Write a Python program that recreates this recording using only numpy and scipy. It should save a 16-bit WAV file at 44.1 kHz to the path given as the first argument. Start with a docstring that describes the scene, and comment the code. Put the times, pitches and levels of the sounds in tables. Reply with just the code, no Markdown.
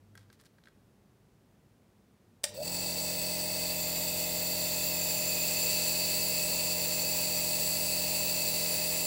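"""A quiet room rumbles, with a faint low hum that soon stops, and light plastic parts tick and rub together.
A rocker switch then snaps, and the small piston compressor of a nebulizer spins up and hums.
Its air hisses through the jet of a hand-held plastic cup, which is turned and brought nearer.
Struck bodies are sums of dying modes, rubbing and flow are coloured noise, and one turning shaft
times the hum, whine, valve puffs and jet pulsation; a single close microphone hears it all."""
import sys
import numpy as np
from scipy import signal
from scipy.io import wavfile

SR = 44100
rng = np.random.default_rng(int(sys.argv[2]) if len(sys.argv) > 2 else 0)


def persist_wave(psi):
    """Save psi, clipped to +-1, as 16-bit WAV."""
    counts = np.round(np.clip(psi, -1, 1) * 32767).astype(np.int16)
    wavfile.write(sys.argv[1], SR, np.atleast_2d(counts).T)


N = 399544
TIME = np.arange(N) / SR  # seconds

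# Background rumble of the room. Each row: frequency in Hz, relative level in dB.
RUMBLE_SPECTRUM = [(18, -53), (30, -24), (45, -10.5), (85, -11.5), (108, -4.5), (170, -10), (206, -5),
                   (240, -11), (330, -14.5), (394, -14.5), (460, -17), (680, -22), (1200, -27.5),
                   (3000, -34.5), (16000, -42.5)]
RUMBLE_DB = -64  # rms
# A faint low hum: rms level in dB, moment it stops and time constant of its decay in seconds.
LOW_HUM_DB, LOW_HUM_END_S, LOW_HUM_RELEASE_S = -62.5, 0.285, 0.014
# Reverberation of the room. Each row: frequency in Hz, time to fall by 60 dB in seconds.
ROOM_DECAY = [(200, .4), (1000, 0.44), (4000, 0.59), (9000, 0.23), (16000, 0.4)]

# Parts sliding on each other. Each row: start in seconds, length in seconds, rms level at mid-stroke in dB.
SLIDES = [(0.148, 0.11, -72), (0.31, 0.06, -73), (0.385, 0.048, -68), (0.44, 0.04, -66), (0.63, 0.08, -76)]
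# Plastic parts touching. Each row: start in seconds, approximate peak of the contact in dB,
# level of the hollow ring against that peak in dB, extra treble in dB per octave.
TICKS = [(0.153, -48, 1, 7), (0.176, -40.5, -3, -3), (0.211, -60, -11, -4), (0.301, -51, -3, -9),
         (0.328, -47, -15, 4), (0.336, -56, -7, -3), (0.398, -51, -14, -7), (0.412, -49, -16, 6),
         (0.437, -55, -12, 0), (0.457, -52, -19, 2), (0.465, -51.5, -17, -6), (0.584, -59, 1, -10),
         (0.638, -50, -16, -7), (0.656, -51, -9, -8), (0.672, -53.5, 6, -12), (0.684, -53, -4, -3)]
# Modes of the hollow parts. Each row: frequency in Hz, relative level in dB, time to fall by 60 dB in seconds.
PART_MODES = [(1320, -4, 0.029), (1590, 3, 0.029), (1930, -5, 0.032), (2200, -14, .04), (3320, -10, 0.031)]
# Colour of plastic contact. Each row: frequency in Hz, relative level in dB.
CONTACT_SPECTRUM = [(300, -21), (1000, -3), (2000, 2), (2700, -5), (4200, 2), (6500, -5), (9000, -5),
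                    (12000, -10), (16000, -14)]

# The switch tips over, snaps and rebounds. Each row: start in seconds, approximate peak of the contact in dB.
SNAPS = [(2.4353, -32), (2.4398, -13.5), (2.4432, -24), (2.4508, -26)]
# Colour of the snap. Each row: frequency in Hz, relative level in dB.
SNAP_SPECTRUM = [(150, -45), (380, -22), (540, 4), (640, -3), (760, -12), (900, -29), (1400, -8),
                 (2300, -8), (4400, -4), (5650, 2), (6400, -8), (8850, 2.5), (10500, -10), (16000, -17)]
# Modes of the housing. Each row: frequency in Hz, relative level in dB, time to fall by 60 dB in seconds.
HOUSING_MODES = [(550, 4.5, 0.036), (556, -6, .1), (620, -8, .15), (860, -8, .06), (1600, -10, 0.12),
                 (1850, 2, 0.064), (2000, -12, .08), (3870, -6, 0.095), (5870, -5, .08), (7500, -11, .08),
                 (9000, -3, .09)]

# The motor gains speed at constant power, and slows a little under pressure and as it warms.
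ON_S, SPIN_UP_S = 2.44, 0.242
RUN_HZ, UNLOADED_HZ, SAG_HZ_PER_S = 43.71, 0.3, 0.03
HUM_STANDSTILL_DB, VALVES_STANDSTILL_DB = -36, -20  # against full speed
# Winding buzz. Each row: frequency in Hz, rms level in dB.
WINDING_LINES = [(100, -63.5), (200, -66), (500, -67.5), (597, -55.5)]
# The shaft shifts the 100 Hz buzz up or down. Each row: multiple of the turn rate, rms level at full speed in dB.
BUZZ_SIDEBANDS = [(1, -62.5), (17, -62.5), (-17, -63), (-15, -63)]
# Harmonics of the shaft. Each row: multiple of the turn rate, relative level in dB.
SHAFT_ORDERS = [(1, -17), (2, -7.5), (3, -14), (4, 0), (5, -19), (6, -7.5), (7, -10), (8, -11.5),
                (9, -19.5), (10, -17), (11, -8), (12, -11.5), (13, -15), (14, 1), (15, -8), (16, -19),
                (17, -14.5), (18, -13.5), (19, -20), (20, -21), (21, -16), (22, -18), (23, -20.5),
                (25, -23.5)]
# Colour of pump and valves. 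Each row: frequency in Hz, relative level in dB.
VALVE_SPECTRUM = [(20, -65), (36, -27), (76, -15.5), (124, -11), (171, -20), (270, -15), (398, -23.5),
                  (471, -1), (548, -5), (607, -6.5), (706, -7), (790, -10.5), (880, -4), (1050, -14.5),
                  (1200, -23.5), (1700, -22.5), (2400, -57.5)]

# Rotor whine while pulling up to speed. Each row: multiple of the turn rate, rms level in dB.
WHINE_PARTIALS = [(16, -40), (18, -45)]
WHINE_S, WHINE_ATTACK_S, WHINE_HOLD_S, WHINE_RELEASE_S = 2.57, 0.012, 0.044, 0.006
WHINE_LEAD_S, WHINE_LEAD_DB = 0.056, -12  # it creeps in softly beforehand
WHINE_RING_HZ, WHINE_RING_Q, WHINE_RING_DB = 611, 65, 1  # the housing resonance it excites

# Air starts to flow and fills the hose; until then the outlet rings less,
# and the jet is weaker and puffs with each stroke.
AIR_S, FILL_S = 2.535, 0.347
EMPTY_OUTLET_DB, EMPTY_JET_DB, PUFF_DEPTH = -11, -1, 0.34
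# The jet only leaks at first, then catches.
LEAK_DB, CATCH_S, CATCH_RISE_S = -13, 2.614, 0.042
# Air resonances of the cup. Each row: frequency in Hz, half width parameter in Hz, then relative level in dB
# when turned away, when upright, and when tipped toward the microphone.
CUP_RESONANCES = [(400, 70, -35, -20, -16), (990, 87, -34, -21.5, -19.5), (2046, 128, -13, -13, -15),
                  (2610, 126, -8, -5.5, -5.5), (3580, 140, -17, -12, -19), (4090, 210, -12.5, -13, -12),
                  (4570, 178, 0, -0.5, 0.5), (5080, 97, -9, -12, -12), (5830, 130, -10, -19, -13),
                  (6600, 240, -15, -14.5, -15), (7305, 180, -8.5, -2, -2), (7986, 130, 0, -4, -2),
                  (8780, 260, -12, -13.5, -11.5), (9570, 180, -10, -13.5, -13),
                  (10400, 170, -8, -18.5, -11), (10950, 200, -11, -9, -7), (12440, 210, -18, -16, -26),
                  (11900, 290, -15, -8, -9.5), (13250, 400, -21, -15, -32), (14800, 370, -20, -3, -9.5),
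                  (15640, 290, 0, -3.5, -1)]
BEAM_SWAY_DB = 1.0  # each resonance swells and fades with the unsteady hand
# Broad hiss between the resonances. Each row: frequency in Hz, relative level in dB.
JET_SPECTRUM = [(1200, -26), (3000, -20.5), (6000, -16.5), (10000, -31), (13000, -36), (14000, -12.5),
                (16000, -13)]
# How the cup is held. Each row: time in seconds, pose (0 turned away, 1 upright, 2 tipped toward the microphone).
FACING = [(2.6, 0.4), (3.5, 0.04), (3.8, 1.05), (4.8, 0.84), (5.15, 1.6), (5.55, 1.4), (5.75, 1.9)]
# The cup comes nearer. Each row: time in seconds, level of the full direct hiss in dB.
NEARNESS = [(3.0, -34), (4.2, -33), (4.5, -32.5), (5.35, -30.7), (5.68, -29.5), (5.9, -30), (6.9, -31),
            (8.55, -30.5), (9.06, -31.5)]
# Reflections off the desk and the hand. Each row: mean delay in ms, initial strength as a ratio.
GLANCES = [(1.052, 0.063), (2.3, 0.21)]
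# The paths waver by a fraction of their delay, and weaken as the cup is lifted.
HAND_SWAY, SWAYS_PER_S, GLANCE_FADE_DB_PER_S = 0.036, 1.2, -0.5

EDGE_HZ = 15800  # upper limit of the band


def amp(db):
    """Level law: 20 dB is a factor of ten in amplitude."""
    return 10 ** (np.asarray(db) / 20)


def unit(x):
    """Power normalization: scales a signal to rms 1."""
    return x / np.sqrt(np.mean(x ** 2) + 1e-20)


def read(points, hz):
    """Spectral interpolation: reads a table on a log-frequency axis."""
    f, value = np.transpose(points)
    return np.interp(np.log(hz + 1), np.log(f + 1), value)


def follow(rows, t):
    """Linear interpolation in time: reads each column of a curve at the times t."""
    s, *columns = np.transpose(rows)
    return [np.interp(t, s, c) for c in columns]


def add(mix, s, sound):
    """Superposition: mixes a sound in at s seconds."""
    part = mix[round(s * SR):][:len(sound)]
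    part += sound[:len(part)]


def ramp(start, length):
    """Linear growth: rises in a straight line from 0 to 1."""
    return np.clip((TIME - start) / length, 0, 1)


def release(start, length):
    """Exponential decay: holds at 1, then dies away with the time constant length."""
    return np.exp(-np.maximum(TIME - start, 0) / length)


def drift(rate):
    """Random modulation: straight lines between normal random values, 2 * rate of them a second."""
    t = np.arange(0, N / SR + 1, .5 / rate)
    return np.interp(TIME, t, rng.standard_normal(4096)[:len(t)])


def tint(x, points):
    """Minimum-phase filtering: the log gain fixes the phase of a causal response; output has rms 1."""
    gain_db = np.maximum(read(points, abs(np.fft.fftfreq(8192, 1 / SR))), -100)
    log_gain = np.log(amp(gain_db))
    response = np.exp(np.conj(signal.hilbert(log_gain)))
    taps = np.fft.ifft(response).real[:4096]
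    return unit(signal.fftconvolve(x, taps)[:len(x)])


def ring(modes, t):
    """Modal decay: a struck body is a sum of exponentially dying sines; peak 1."""
    x = 0
    for hz, db, t60 in modes:
        x = x + amp(db - 60 * t / t60) * np.sin(2 * np.pi * (hz * t + rng.random()))
    return x / abs(x).max()


def crack(colour, t, decay):
    """Impulsive contact: fine chatter is a dying burst of coloured noise; peak near 1."""
    burst = rng.standard_normal(len(t)) * np.exp(-t / decay)
    return tint(burst, colour) * np.sqrt(decay * SR / len(t) / 10)


def room(x):
    """Reverberation: sparse reflections, each frequency band dying at its own speed."""
    length = SR // 2
    taps = rng.standard_normal(length) * (rng.random(length) < .1)
    taps *= TIME[:length] > .004  # no reflection in the first 4 ms
    hz, t, z = signal.stft(taps, SR, nperseg=256)
    decay = amp(-60 * t / read(ROOM_DECAY, hz)[:, None])
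    tail = signal.istft(z * decay, SR)[1]
    return signal.fftconvolve(x, tail / np.linalg.norm(tail))[:N]


def ambience():
    """Stationary background: filtered noise rumbles beside a pure 100 Hz tone that stops."""
    rumble = amp(RUMBLE_DB) * tint(rng.standard_normal(N), RUMBLE_SPECTRUM)
    tone = unit(np.sin(2 * np.pi * 100 * TIME))
    return rumble + amp(LOW_HUM_DB) * release(LOW_HUM_END_S, LOW_HUM_RELEASE_S) * tone


def sliding():
    """Stick-slip friction: a random stream of tiny slips; each stroke swells and fades."""
    slips = rng.standard_normal(N) * (rng.random(N) < 1500 / SR)  # about 1500 a second
    strokes = sum(amp(db) * np.sin(np.pi * ramp(s, length)) for s, length, db in SLIDES)
    return strokes * tint(slips, CONTACT_SPECTRUM)


def parts():
    """Impact excitation: each contact rings the hollow parts, with its own share of ring and treble."""
    out, t = np.zeros(N), TIME[:SR // 6]
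    hz, contact_db = np.transpose(CONTACT_SPECTRUM)
    octaves = np.clip(np.log2(hz / 4500), 0, 1.5)  # above 4500 Hz
    for s, db, hollow_db, treble_db in TICKS:
        colour = np.transpose([hz, contact_db + treble_db * octaves])
        contact = crack(colour, t, decay=0.0028)
        add(out, s, amp(db) * (contact + amp(hollow_db) * ring(PART_MODES, t)))
    return out + amp(-13) * room(out)


def switch():
    """Snap action: each sudden contact of the rocker sets the modes of the housing ringing."""
    out, t = np.zeros(N), TIME[:SR // 4]
    for s, db in SNAPS:
        contact = crack(SNAP_SPECTRUM, t, decay=0.0049)
        add(out, s, amp(db) * (contact + amp(-17.0) * ring(HOUSING_MODES, t)))
    return out + amp(-11.0) * room(out)


def windings(turns, motor_db):
    """Electromagnetic buzz: steady lines from switching on; rotation adds sidebands to the 100 Hz line."""
    buzz = sum(amp(db) * np.sin(2 * np.pi * (hz * TIME + rng.random())) for hz, db in WINDING_LINES)
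    carrier = WINDING_LINES[0][0] * TIME
    sidebands = sum(amp(db) * np.sin(2 * np.pi * (carrier + k * turns)) for k, db in BUZZ_SIDEBANDS)
    return np.sqrt(2) * ramp(ON_S, 0.038) * (buzz + amp(motor_db) * sidebands)


def rotor(turns):
    """Order tracking and resonance: two partials rise with the shaft, stop and leave the housing ringing."""
    partials = sum(amp(db) * np.sin(2 * np.pi * (round(k) * turns + rng.random())) for k, db in WHINE_PARTIALS)
    lead = amp(WHINE_LEAD_DB) * ramp(WHINE_S - WHINE_LEAD_S, WHINE_LEAD_S)
    swell = np.maximum(lead, ramp(WHINE_S, WHINE_ATTACK_S))
    ending = release(WHINE_S + WHINE_ATTACK_S + WHINE_HOLD_S, WHINE_RELEASE_S)
    whine = np.sqrt(2) * partials * swell * ending
    b, a = signal.iirpeak(WHINE_RING_HZ, WHINE_RING_Q, fs=SR)
    return whine + amp(WHINE_RING_DB) * signal.lfilter(b, a, whine + 1e-18)


def hum(turns, motor_db, empty):
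    """Periodic forcing: piston and shaft shake the housing in harmonics; the higher ones waver more."""
    outlet_db, lines = EMPTY_OUTLET_DB * empty, np.zeros(N)
    for k, db in SHAFT_ORDERS:
        k = round(k)
        near_outlet = np.exp(-(k - 14) ** 2 / 2)  # the outlet rings around the 14th harmonic
        waver = 1 + (.015 + 0.0047 * k) * drift(9)
        tone = np.cos(2 * np.pi * (k * turns + rng.random()))
        lines += amp(db + near_outlet * outlet_db) * waver * tone
    return amp(motor_db - 42.0) * lines / np.std(lines[TIME > AIR_S])


def valves(turns, motor_db):
    """Modulated flow noise: intake and outlet each puff once a turn, one harder than the other."""
    puffs = 0.4 + np.exp(-(2 * turns % 1) / 0.31)
    puffs *= 1 + 0.64 * np.sin(2 * np.pi * turns)
    return amp(motor_db - 49.5) * tint(puffs * rng.standard_normal(N), VALVE_SPECTRUM)


def glances(hz, t):
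    """Comb filtering: short echoes off desk and hand interfere; the comb wanders as the hand sways."""
    echoes = 0
    for delay_ms, strength in GLANCES:
        sway = 1 + HAND_SWAY * np.interp(t, TIME, drift(SWAYS_PER_S))
        delay = delay_ms / 1000 * sway
        echoes = echoes + strength * np.exp(-2j * np.pi * np.outer(hz, delay))
    return abs(1 + echoes * amp(GLANCE_FADE_DB_PER_S * np.maximum(t - AIR_S, 0)))


def jet(turns, empty):
    """Turbulence and resonance: air noise, pulsing with the piston, excites the cavity of the cup."""
    puffing = PUFF_DEPTH * empty ** 2
    throb = 1 + puffing * np.cos(2 * np.pi * turns) + 0.056 * drift(25)
    hz, t, z = signal.stft(throb * rng.standard_normal(N), SR, nperseg=1024, noverlap=768)
    f, width, *poses = np.transpose(CUP_RESONANCES)
    shapes = 1 / (1 + ((hz[:, None] - f) / width) ** 2) ** 2
    # each resonance beams its own way, so the colour shifts as the cup turns
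    facing = np.clip(follow(FACING, t)[0], 0, 2)
    peaks_db = sum(np.outer(db, np.maximum(1 - abs(facing - k), 0)) for k, db in enumerate(poses))
    sway = np.array([np.interp(t, TIME, drift(SWAYS_PER_S)) for _ in f])
    peaks_db = peaks_db + BEAM_SWAY_DB * sway
    # the first puffs are less tuned
    broad_db = read(JET_SPECTRUM, hz)[:, None] + 5 * np.interp(t, TIME, puffing)
    power = amp(broad_db) ** 2 + shapes @ amp(peaks_db) ** 2
    colour = np.sqrt(power) * glances(hz, t)
    colour *= hz[:, None] < EDGE_HZ + 200
    colour /= np.sqrt(np.mean(colour ** 2, axis=0))  # colour alone, so level is set below
    air = signal.istft(z * colour, SR, nperseg=1024, noverlap=768)[1][:N]
    leak = 1 - (1 - amp(LEAK_DB)) * release(CATCH_S, CATCH_RISE_S)
    flow = ramp(AIR_S, 0.019) * leak
    air = amp(follow(NEARNESS, TIME)[0] + EMPTY_JET_DB * empty) * flow * air
    return air + amp(-14.5) * room(air)


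def compressor():
    """Common drive: one shaft times hum, whine, valves and jet; its speed and the hose pressure shape them."""
    pace = np.sqrt(ramp(ON_S, SPIN_UP_S))  # share of full speed; constant power feeds the square of speed
    empty = np.exp(-(np.maximum(TIME - AIR_S, 0) / FILL_S) ** 2)  # 1 with a slack hose, 0 at full pressure
    speed_hz = pace * (RUN_HZ + UNLOADED_HZ * empty - SAG_HZ_PER_S * (TIME - ON_S))
    turns = np.cumsum(speed_hz * (1 + .0012 * drift(12))) / SR
    motor_db = HUM_STANDSTILL_DB * (1 - pace)
    valves_db = VALVES_STANDSTILL_DB * (1 - pace)
    pump = (hum(turns, motor_db, empty) + valves(turns, valves_db)) * (TIME > ON_S)
    return windings(turns, motor_db) + rotor(turns) + pump + jet(turns, empty)


def scene():
    """Superposition at one microphone: all sources sum to the same signal in both channels."""
    mono = ambience() + sliding() + parts() + switch() + compressor()
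    return np.array([mono, mono])


def record(dry):
    """Band limitation: the microphone rolls off below 33 Hz, then a steep low-pass ends the treble."""
    highpass = signal.butter(4, 33, "highpass", fs=SR, output="sos")
    x = signal.sosfilt(highpass, dry)
    lowpass = signal.firwin(601, EDGE_HZ, window=("kaiser", 9), fs=SR)
    return signal.oaconvolve(x, lowpass[None], "same")


dry = scene()
out = record(dry)
persist_wave(out)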